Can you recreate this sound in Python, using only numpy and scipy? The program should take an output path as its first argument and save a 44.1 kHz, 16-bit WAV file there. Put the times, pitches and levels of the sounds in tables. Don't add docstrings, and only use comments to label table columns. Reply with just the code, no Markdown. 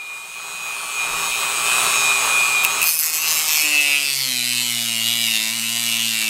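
import sys
import numpy as np
from scipy import signal
from scipy.fft import rfft, irfft, next_fast_len
from scipy.io import wavfile
from scipy.ndimage import uniform_filter1d, map_coordinates

SR = 44100
rng = np.random.default_rng(int(sys.argv[2]) if len(sys.argv) > 2 else 0)


def volts(x):
    e = np.asarray(x, float) / 20
    return 10 ** e


def wrap_up_sound(samples):
    columns = np.atleast_2d(samples).T
    tamed = np.clip(columns, -1, 1)
    steps = np.round(tamed * 32767).astype(np.int16)
    wavfile.write(sys.argv[1], SR, steps)


N = 277372
TIME = np.arange(N) / SR
MAINS_HZ = 120
MAINS_ANGLE = 2 * np.pi * MAINS_HZ * TIME


def unit(x):
    return x / np.sqrt(np.mean(x ** 2) + 1e-20)


def noise():
    return rng.standard_normal(N)


def curves(rows, off_db=None):
    s, *cols = np.transpose(rows)
    return [np.interp(TIME, s, c, off_db, off_db) for c in cols]


def bursts(rows, rise_db_per_s, fall_db_per_s):
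    levels = []
    for start, hold, db in rows:
        early = np.maximum(start - TIME, 0)
        late = np.maximum(TIME - start - hold, 0)
        levels.append(db - rise_db_per_s * early - fall_db_per_s * late)
    return np.max(levels, axis=0)


def wobble(rate):
    return map_coordinates(rng.standard_normal(int(N * rate / SR) + 4), [TIME * rate], order=1)


def swell(depth_db, rate):
    knots = volts(depth_db * rng.standard_normal(int(N * rate / SR) + 2))
    return np.interp(TIME * rate, np.arange(len(knots)), knots)


def coloured(x, points, size=16384):
    f, db = np.transpose(points)
    bins = np.fft.rfftfreq(size, 1 / SR)
    gain = volts(np.interp(np.log(bins + 1), np.log(f + 1), db)) + 1e-5
    cep = irfft(np.log(gain), size)
    cep[1:size // 2] *= 2
    cep[size // 2 + 1:] = 0
    return signal.fftconvolve(x, irfft(np.exp(rfft(cep)), size))[:N]


def ringing(x, modes):
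    m = next_fast_len(N + 8192)
    f = np.fft.rfftfreq(m, 1 / SR)
    gain = 0
    for k, (centre, width, db) in enumerate(modes):
        damping = 1j * f * width
        gain = gain + (-1) ** k * volts(db) * damping / (centre * centre - f * f + damping)
    return irfft(rfft(x, m) * gain, m)[:N]


# start_s, shaft_hz
FREE_SPEED = [(0.0, 159.6), (0.18, 160.3), (0.4, 163.1), (0.63, 163.7), (0.69, 162.4), (0.95, 162.3),
              (1.0, 159.9), (1.15, 160.8), (1.4, 163.2), (1.7, 163.6), (1.9, 164.7), (1.95, 162.3),
              (2.1, 160.1), (2.23, 161.8), (2.6, 159.4), (2.8, 163.1)]
# start_s, shaft_hz
LOADED_SPEED = [(2.9, 161.6), (3.08, 156.6), (3.29, 158.8), (3.611, 152.2), (3.81, 144.7), (4.05, 140.3),
                (4.26, 130.2), (4.4, 121), (4.52, 122.6), (5.001, 113.5), (5.16, 117.8), (5.381, 109.9),
                (5.491, 111.7), (5.549, 116.2), (5.61, 113.5), (5.79, 117.1), (6.039, 114), (6.29, 108.7)]


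def speed():
    return curves(FREE_SPEED + LOADED_SPEED)[0]


def shaft():
    return np.cumsum(speed()) / SR


def loaded():
    return np.clip((TIME - LOADED_SPEED[0][0]) / 0.04, 0, 1)


def by_speed(rows):
    hz, *cols = np.transpose(rows)
    return [np.interp(speed(), hz, c) for c in cols]


def surface(turns, memory, fresh, count=400):
    keep = np.clip(memory, 0, .99)
    rows = signal.lfilter([1], [1, -keep], rng.standard_normal((1200, count)), axis=0)
    worn = unit(np.interp(turns * count, np.arange(rows.size), rows.ravel()))
    share = np.clip(fresh, 0, 1)
    return np.sqrt(1 - share) * worn + np.sqrt(share) * noise()


def high_spot(turns, rise, fall, rest, scatter_db):
    u = turns % 1
    size = volts(scatter_db * rng.standard_normal(1200))[turns.astype(int)]
    return rest + size * (1 - np.exp(-u / rise)) * np.exp(-u / fall)


# start_s, fan_db
MOTOR_LEVEL = [(0.0, -44.5), (0.33, -41.5), (0.55, -38), (0.85, -35), (1.14, -31), (1.3, -28.5),
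               (1.62, -28), (1.67, -25.5), (1.85, -24), (2.14, -27), (2.3, -26), (2.65, -29), (2.84, -28.5),
               (2.94, -45), (3.36, -34), (3.78, -43), (4.24, -50.5), (6.29, -48.5)]


def fan_level():
    return curves(MOTOR_LEVEL)[0]


# freq_hz, level_db
FAN_SPECTRUM = [(15, -56), (25, -20), (87, -27), (112, -16.5), (192, -23.5), (240, -26.5), (273, -23.5),
                (354, -15.5), (403, -7), (468, -13.5), (912, -3), (1000, -5), (1120, 3.5), (1680, -9),
                (2100, -9.5), (2730, -52), (4620, -120)]


def fan_roar(turns):
    churn = surface(turns, memory=.5, fresh=.7) * (1 + .4 * np.cos(MAINS_ANGLE))
    return unit(coloured(churn, FAN_SPECTRUM))


# freq_hz, level_db
BRUSH_SPECTRUM = [(1060, -54.5), (1800, -34.5), (2240, -12), (2410, -12.5), (2520, 1), (2610, -5),
                  (3100, -8), (3820, -10), (5590, -15), (6580, -11), (8870, -9.5), (10800, -18.5),
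                  (12900, -19.5), (15700, -27)]


def brush_chatter(turns):
    scrape = surface(turns, memory=.93, fresh=.45) * (1 + .25 * np.cos(MAINS_ANGLE))
    return unit(coloured(scrape, BRUSH_SPECTRUM))


# freq_hz, width_hz, lift_db
HOUSING_MODES = [(2363, 6, 11.5), (2446.6, 51, 11), (3340, 15, 4), (3819, 19, 11.5), (6640, 25, 7)]


def housing_gain(order, ripples):
    hz = order * speed()[::64] + ripples * MAINS_HZ
    lift_db = sum(db * np.exp(-((hz - c) / w) ** 2) for c, w, db in HOUSING_MODES)
    return np.interp(TIME, TIME[::64], volts(lift_db))


TONES_AT = [(1, 0), (1, 2), (7, 0), (8, 0), (8, -2), (8, -3), (21, 0), (23, 0), (24, 0), (26, 0), (33, 0),
            (40, 0), (41, 0), (42, 0), (48, 0), (49, 0), (50, 0), (56, 0), (64, 0), (72, 0), (80, 0),
            (88, 0), (96, 0)]
TONE_LEVELS = [-31, -22.5, -16, -15.5, -26, -16.5, -30, -14.5, -13.5, -17, -17, -19.5, -9, -42, -12, -11.5,
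               -20, -10.5, -22, -19.5, -19.5, -21, -20]


def magnetic_tones(hunt):
    tones = 0
    for (order, ripples), db in zip(TONES_AT, TONE_LEVELS):
        gain = volts(db) * housing_gain(order, ripples) * swell(3, 6)
        tones = tones + gain * np.sin(order * hunt + ripples * MAINS_ANGLE + order)
    return np.sqrt(2) * (1 + .7 * np.cos(hunt)) * tones


WHISTLE_RIPPLES = [-1, 0, -2, -3, -4, 2, 3]
WHISTLE_LEVELS = [1.5, 0, -4, -32, -12, -23, -10]


def whistle(hunt, fan_db):
    order = 2 * 8
    family = 0
    for ripples, db in zip(WHISTLE_RIPPLES, WHISTLE_LEVELS):
        gain = volts(db) * housing_gain(order, ripples) * swell(depth_db=-4.5, rate=10.92)
        family = family + gain * np.sin(order * hunt + ripples * MAINS_ANGLE + ripples)
    fade_db = np.interp(TIME, [2.9, 3.0], [0, -40])
    return np.sqrt(2) * volts(fan_db - 7 + wobble(25) + fade_db) * family


def motor(turns):
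    fan_db = fan_level()
    hunt = 2 * np.pi * (turns + .003 * wobble(45))
    body = volts(fan_db + 1.6 * wobble(12)) * (fan_roar(turns) + magnetic_tones(hunt))
    brush = volts(fan_db + 3 + 0.39 * wobble(12.7)) * brush_chatter(turns)
    return body + brush + whistle(hunt, fan_db)


def winding_hum():
    hum_db = -16.5 + 1.58 * fan_level() + 13.5 * loaded()
    double = volts(0.67 * wobble(19.0)) * np.sin(2 * MAINS_ANGLE)
    single = volts(0.5 + 1.4 * wobble(7.05)) * np.sin(MAINS_ANGLE)
    return np.sqrt(2) * volts(hum_db) * (double + single)


# freq_hz, width_hz, level_db
TABLE_MODES = [(179, 11, -3), (288, 10, -2)]


def table_drone():
    return volts(-63.5 + 2.5 * wobble(3.53)) * unit(ringing(noise(), TABLE_MODES))


# start_s, length_s, level_db
GRIP_SHIFTS = [(0.09, .02, -71), (0.33, .02, -71), (0.79, 0.038, -65), (1.1, 0.045, -53), (1.3, .02, -53),
               (1.66, .02, -64), (1.82, 0.098, -61), (2.24, .03, -61), (2.47, .03, -62), (2.84, .03, -68),
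               (3.36, .03, -80), (3.52, 0.031, -61), (3.78, 0.026, -69), (4.84, 0.066, -76)]
# freq_hz, level_db
HAND_SPECTRUM = [(15, -28), (25, 0), (36, 4), (50, -12), (70, -62), (90, -120)]


def grip():
    shift_db = bursts(GRIP_SHIFTS, rise_db_per_s=150, fall_db_per_s=150)
    hand_db = np.maximum(shift_db, fan_level() - 60)
    return volts(hand_db) * unit(coloured(noise(), HAND_SPECTRUM))


# start_s, peak_db, ring_db
NICK_HITS = [
    (2.636, -9, -6),
    (2.6431, -4, -7),
    (2.6484, 2, -4),
    (2.662, -11, -15),
    (2.8165, -5, -3),
    (2.828, 0, -11),
    (2.8401, -4, -20),
    (2.872, -6, -7),
    (2.8905, -7, -20),
]
# freq_hz, width_hz, level_db
RAIL_MODES = [(2050, 200, -19), (2300, 100, -10), (2620, 60, 0), (2930, 100, -15)]


def nicks():
    crack, push = np.zeros(N), np.zeros(N)
    t = np.arange(200) / SR
    for start, peak_db, ring_db in NICK_HITS:
        at = round(start * SR)
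        shape = volts(peak_db - 60 * t / 0.0093) * (1 - np.exp(-t / 0.00038))
        crack[at:at + len(t)] += shape * rng.standard_normal(len(t))
        push[at + 12] = volts(peak_db + ring_db + 36)
    bright = signal.lfilter([1, -.85], [1], uniform_filter1d(crack, size=2))
    return volts(0.5) * bright + ringing(push, RAIL_MODES)


# start_s, length_s, level_db
SKIM_TOUCHES = [
    (2.816, .015, -23),
    (2.868, 0.057, -19),
    (2.99, 0.071, -20),
    (3.14, 0.021, -19),
    (3.21, 0.019, -20.5),
    (3.28, 0.032, -18),
    (3.36, .025, -19.5),
    (3.49, .13, -18),
]
# freq_hz, width_hz, level_db
EDGE_MODES = [(9300, 120, 0), (11133, 910, -5), (11950, 300, 2.5), (13000, 1500, -4.5), (15240, 730, -9.5)]
# freq_hz, width_hz, level_db
FACE_MODES = [(2560, 360, -2), (4364, 160, -2), (5190, 370, -3), (6250, 410, -2.5), (7640, 920, -5)]


def skim(turns):
    touch_db = bursts(SKIM_TOUCHES, rise_db_per_s=248, fall_db_per_s=90)
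    since = TIME - SKIM_TOUCHES[0][0]
    edge_db = touch_db - 12 * since - 60 * (since < -.003)
    face_db = touch_db - 12 * np.clip(1 - since / 0.046, 0, 9)
    puff = surface(turns, memory=.92, fresh=.1)
    puff = puff * high_spot(turns, rise=.2, fall=.12, rest=.01, scatter_db=1.5)
    rub = surface(turns, memory=.92, fresh=.08)
    rub = rub * high_spot(turns, rise=.25, fall=.2, rest=.03, scatter_db=1.5)
    edge = volts(edge_db) * unit(ringing(puff, EDGE_MODES))
    return edge + volts(face_db - 2.5) * unit(ringing(rub, FACE_MODES))


# shaft_hz, unbalance_db, second_order_db, third_order_db, fourth_order_db
BOARD_SHAKE = [(110.27, -58, -41.5, -50.5, -60), (113.5, -48.5, -38.5, -64, -72),
               (120, -45, -42.5, -51.5, -67), (128.1, -47, -40, -61, -51), (133.6, -44, -61, -55, -56),
               (145.1, -66, -40.5, -51, -49), (151.2, -68, -40.5, -50, -54), (151.8, -62, -61, -76, -57)]
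ORDER_WANDER = [1.645, 0.66, 2.5, 4.3]


def board_shake(turns):
    angle = 2 * np.pi * turns
    orders = 0
    for k, db, wander_db in zip((1, 2, 3, 4), by_speed(BOARD_SHAKE), ORDER_WANDER):
        orders = orders + volts(db + wander_db * wobble(12)) * np.sin(k * (angle + 1))
    return np.sqrt(2) * loaded() * orders


# start_s, length_s, level_db
RAIL_SINGS = [
    (3.24, .03, -20),
    (3.5, .09, -23.5),
    (3.63, 0.34, -14.5),
    (4.03, 0.038, -19),
    (4.4, 0.21, -26),
    (5.28, 0.22, -22.5),
    (5.63, 0.042, -24),
    (5.89, 0.29, -27),
    (6.13, .16, -23.5),
]


def rail_ring(strike, scrape, grit_db):
    free_db = bursts(RAIL_SINGS, rise_db_per_s=258, fall_db_per_s=157)
    ring_db = np.maximum(free_db, grit_db - 16)
    return volts(ring_db - 5.0) * unit(ringing(strike + .5 * scrape, RAIL_MODES))


# freq_hz, level_db
GRIT_SPECTRUM = [(1000, -45), (1700, -19.5), (2250, -6), (2420, -4.5), (2710, -9), (2970, -4), (3200, -9),
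                 (3750, -8.5), (4950, -9.5), (5390, -12.5), (8190, -8.5), (9860, -12.5), (12100, -13),
                 (13500, -14), (15700, -26.5)]
# freq_hz, level_db
BOARD_SPECTRUM = [(240, -95), (400, -65), (523, -5.5), (696, 9.5), (814, -0.5), (1040, 11), (1180, -30),
                  (1280, 9), (1900, -16.5), (2470, -83), (4180, -120)]


def grit(turns, strike, scrape):
    grind = surface(turns, memory=.93, fresh=.1)
    grind = grind * high_spot(turns, rise=.12, fall=.24, rest=.09, scatter_db=1.2)
    tick = np.exp(-(np.sin(np.pi * (turns - .08)) / .008) ** 2)
    kerf = unit(coloured(unit(grind) + 0.1 * unit(tick), GRIT_SPECTRUM))
    board = unit(coloured(.5 * strike + scrape, BOARD_SPECTRUM))
    return kerf + volts(-22 + 1.2 * wobble(6)) * board


CHATTER_ORDERS = [25, 33]
# shaft_hz, low_db, high_db
CHATTER_LEVEL = [(109.02, -1, 4), (114, -2.5, -10), (114.9, -2, -2), (130.6, -11, 5.5), (140.7, -34, 0),
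                 (144.9, -22, -14), (158, -21, -3.5)]


def chatter(turns, grit_db):
    low_db, high_db = (grit_db + db + 1.5 * wobble(3.2) for db in by_speed(CHATTER_LEVEL))
    low_db = np.minimum(low_db, -20)
    low = np.sin(2 * np.pi * (CHATTER_ORDERS[0] * turns + .05 * wobble(25)))
    low = low * high_spot(turns, rise=.1, fall=.36, rest=0, scatter_db=1.2)
    high = np.sin(2 * np.pi * (CHATTER_ORDERS[1] * turns + .08 * wobble(25)))
    high = high * high_spot(turns - .1, rise=.3, fall=.1, rest=0, scatter_db=1.5)
    return volts(low_db + 1.5) * unit(low) + volts(high_db - 6.0) * unit(high)


# start_s, pressure_db
BITE_PRESSURE = [(3.24, -31), (3.32, -26), (3.42, -26), (3.5, -25), (3.56, -27.5), (3.75, -23.5),
                 (3.94, -23.5), (4.0, -25.5), (4.05, -24.5), (4.27, -25.5), (5.0, -25.5), (5.29, -24),
                 (5.51, -27), (5.89, -24.5), (6.29, -25.5)]


def bite(turns):
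    grit_db, = curves(BITE_PRESSURE, off_db=-87)
    strike = np.exp(-(np.sin(np.pi * (turns - .06)) / .022) ** 2) * volts(.8 * wobble(40))
    scrape = surface(turns, memory=.93, fresh=.1)
    scrape = scrape * high_spot(turns, rise=.06, fall=.27, rest=.04, scatter_db=.7)
    strike, scrape = unit(strike), unit(scrape)
    ground = volts(grit_db + 2.5) * grit(turns, strike, scrape)
    return rail_ring(strike, scrape, grit_db) + ground + chatter(turns, grit_db)


def room(x):
    t = np.arange(SR // 5) / SR
    tail = rng.standard_normal(len(t)) * volts(-60 * t / 0.93)
    return signal.fftconvolve(x, tail / np.linalg.norm(tail))[:N]


# freq_hz, level_db
SIDE_SPECTRUM = [(12, -37), (20, -4), (146, -4), (461, -9), (780, -10), (844, -6), (900, -25), (1170, -55),
                 (1980, -120)]


def scene():
    turns = shaft()
    near = motor(turns) + winding_hum() + table_drone() + grip()
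    near = near + nicks() + skim(turns) + board_shake(turns) + bite(turns)
    mid = near + volts(-17) * room(near)
    side = volts(-69.5 + 0.18 * wobble(5.7)) * unit(coloured(noise(), SIDE_SPECTRUM))
    return np.array([mid + side, mid - side])


def roll_off(x):
    return signal.sosfilt(signal.butter(12, 15850, fs=SR, output="sos"), x)


def record(dry):
    m = next_fast_len(N)
    spectrum = rfft(dry / (1 + np.abs(dry) ** 8) ** (1 / 8), m, axis=1)
    spectrum[:, np.fft.rfftfreq(m, 1 / SR) > 15800] = 0
    return roll_off(irfft(spectrum, m, axis=1)[:, :N])


dry = scene()
out = record(dry)
wrap_up_sound(out)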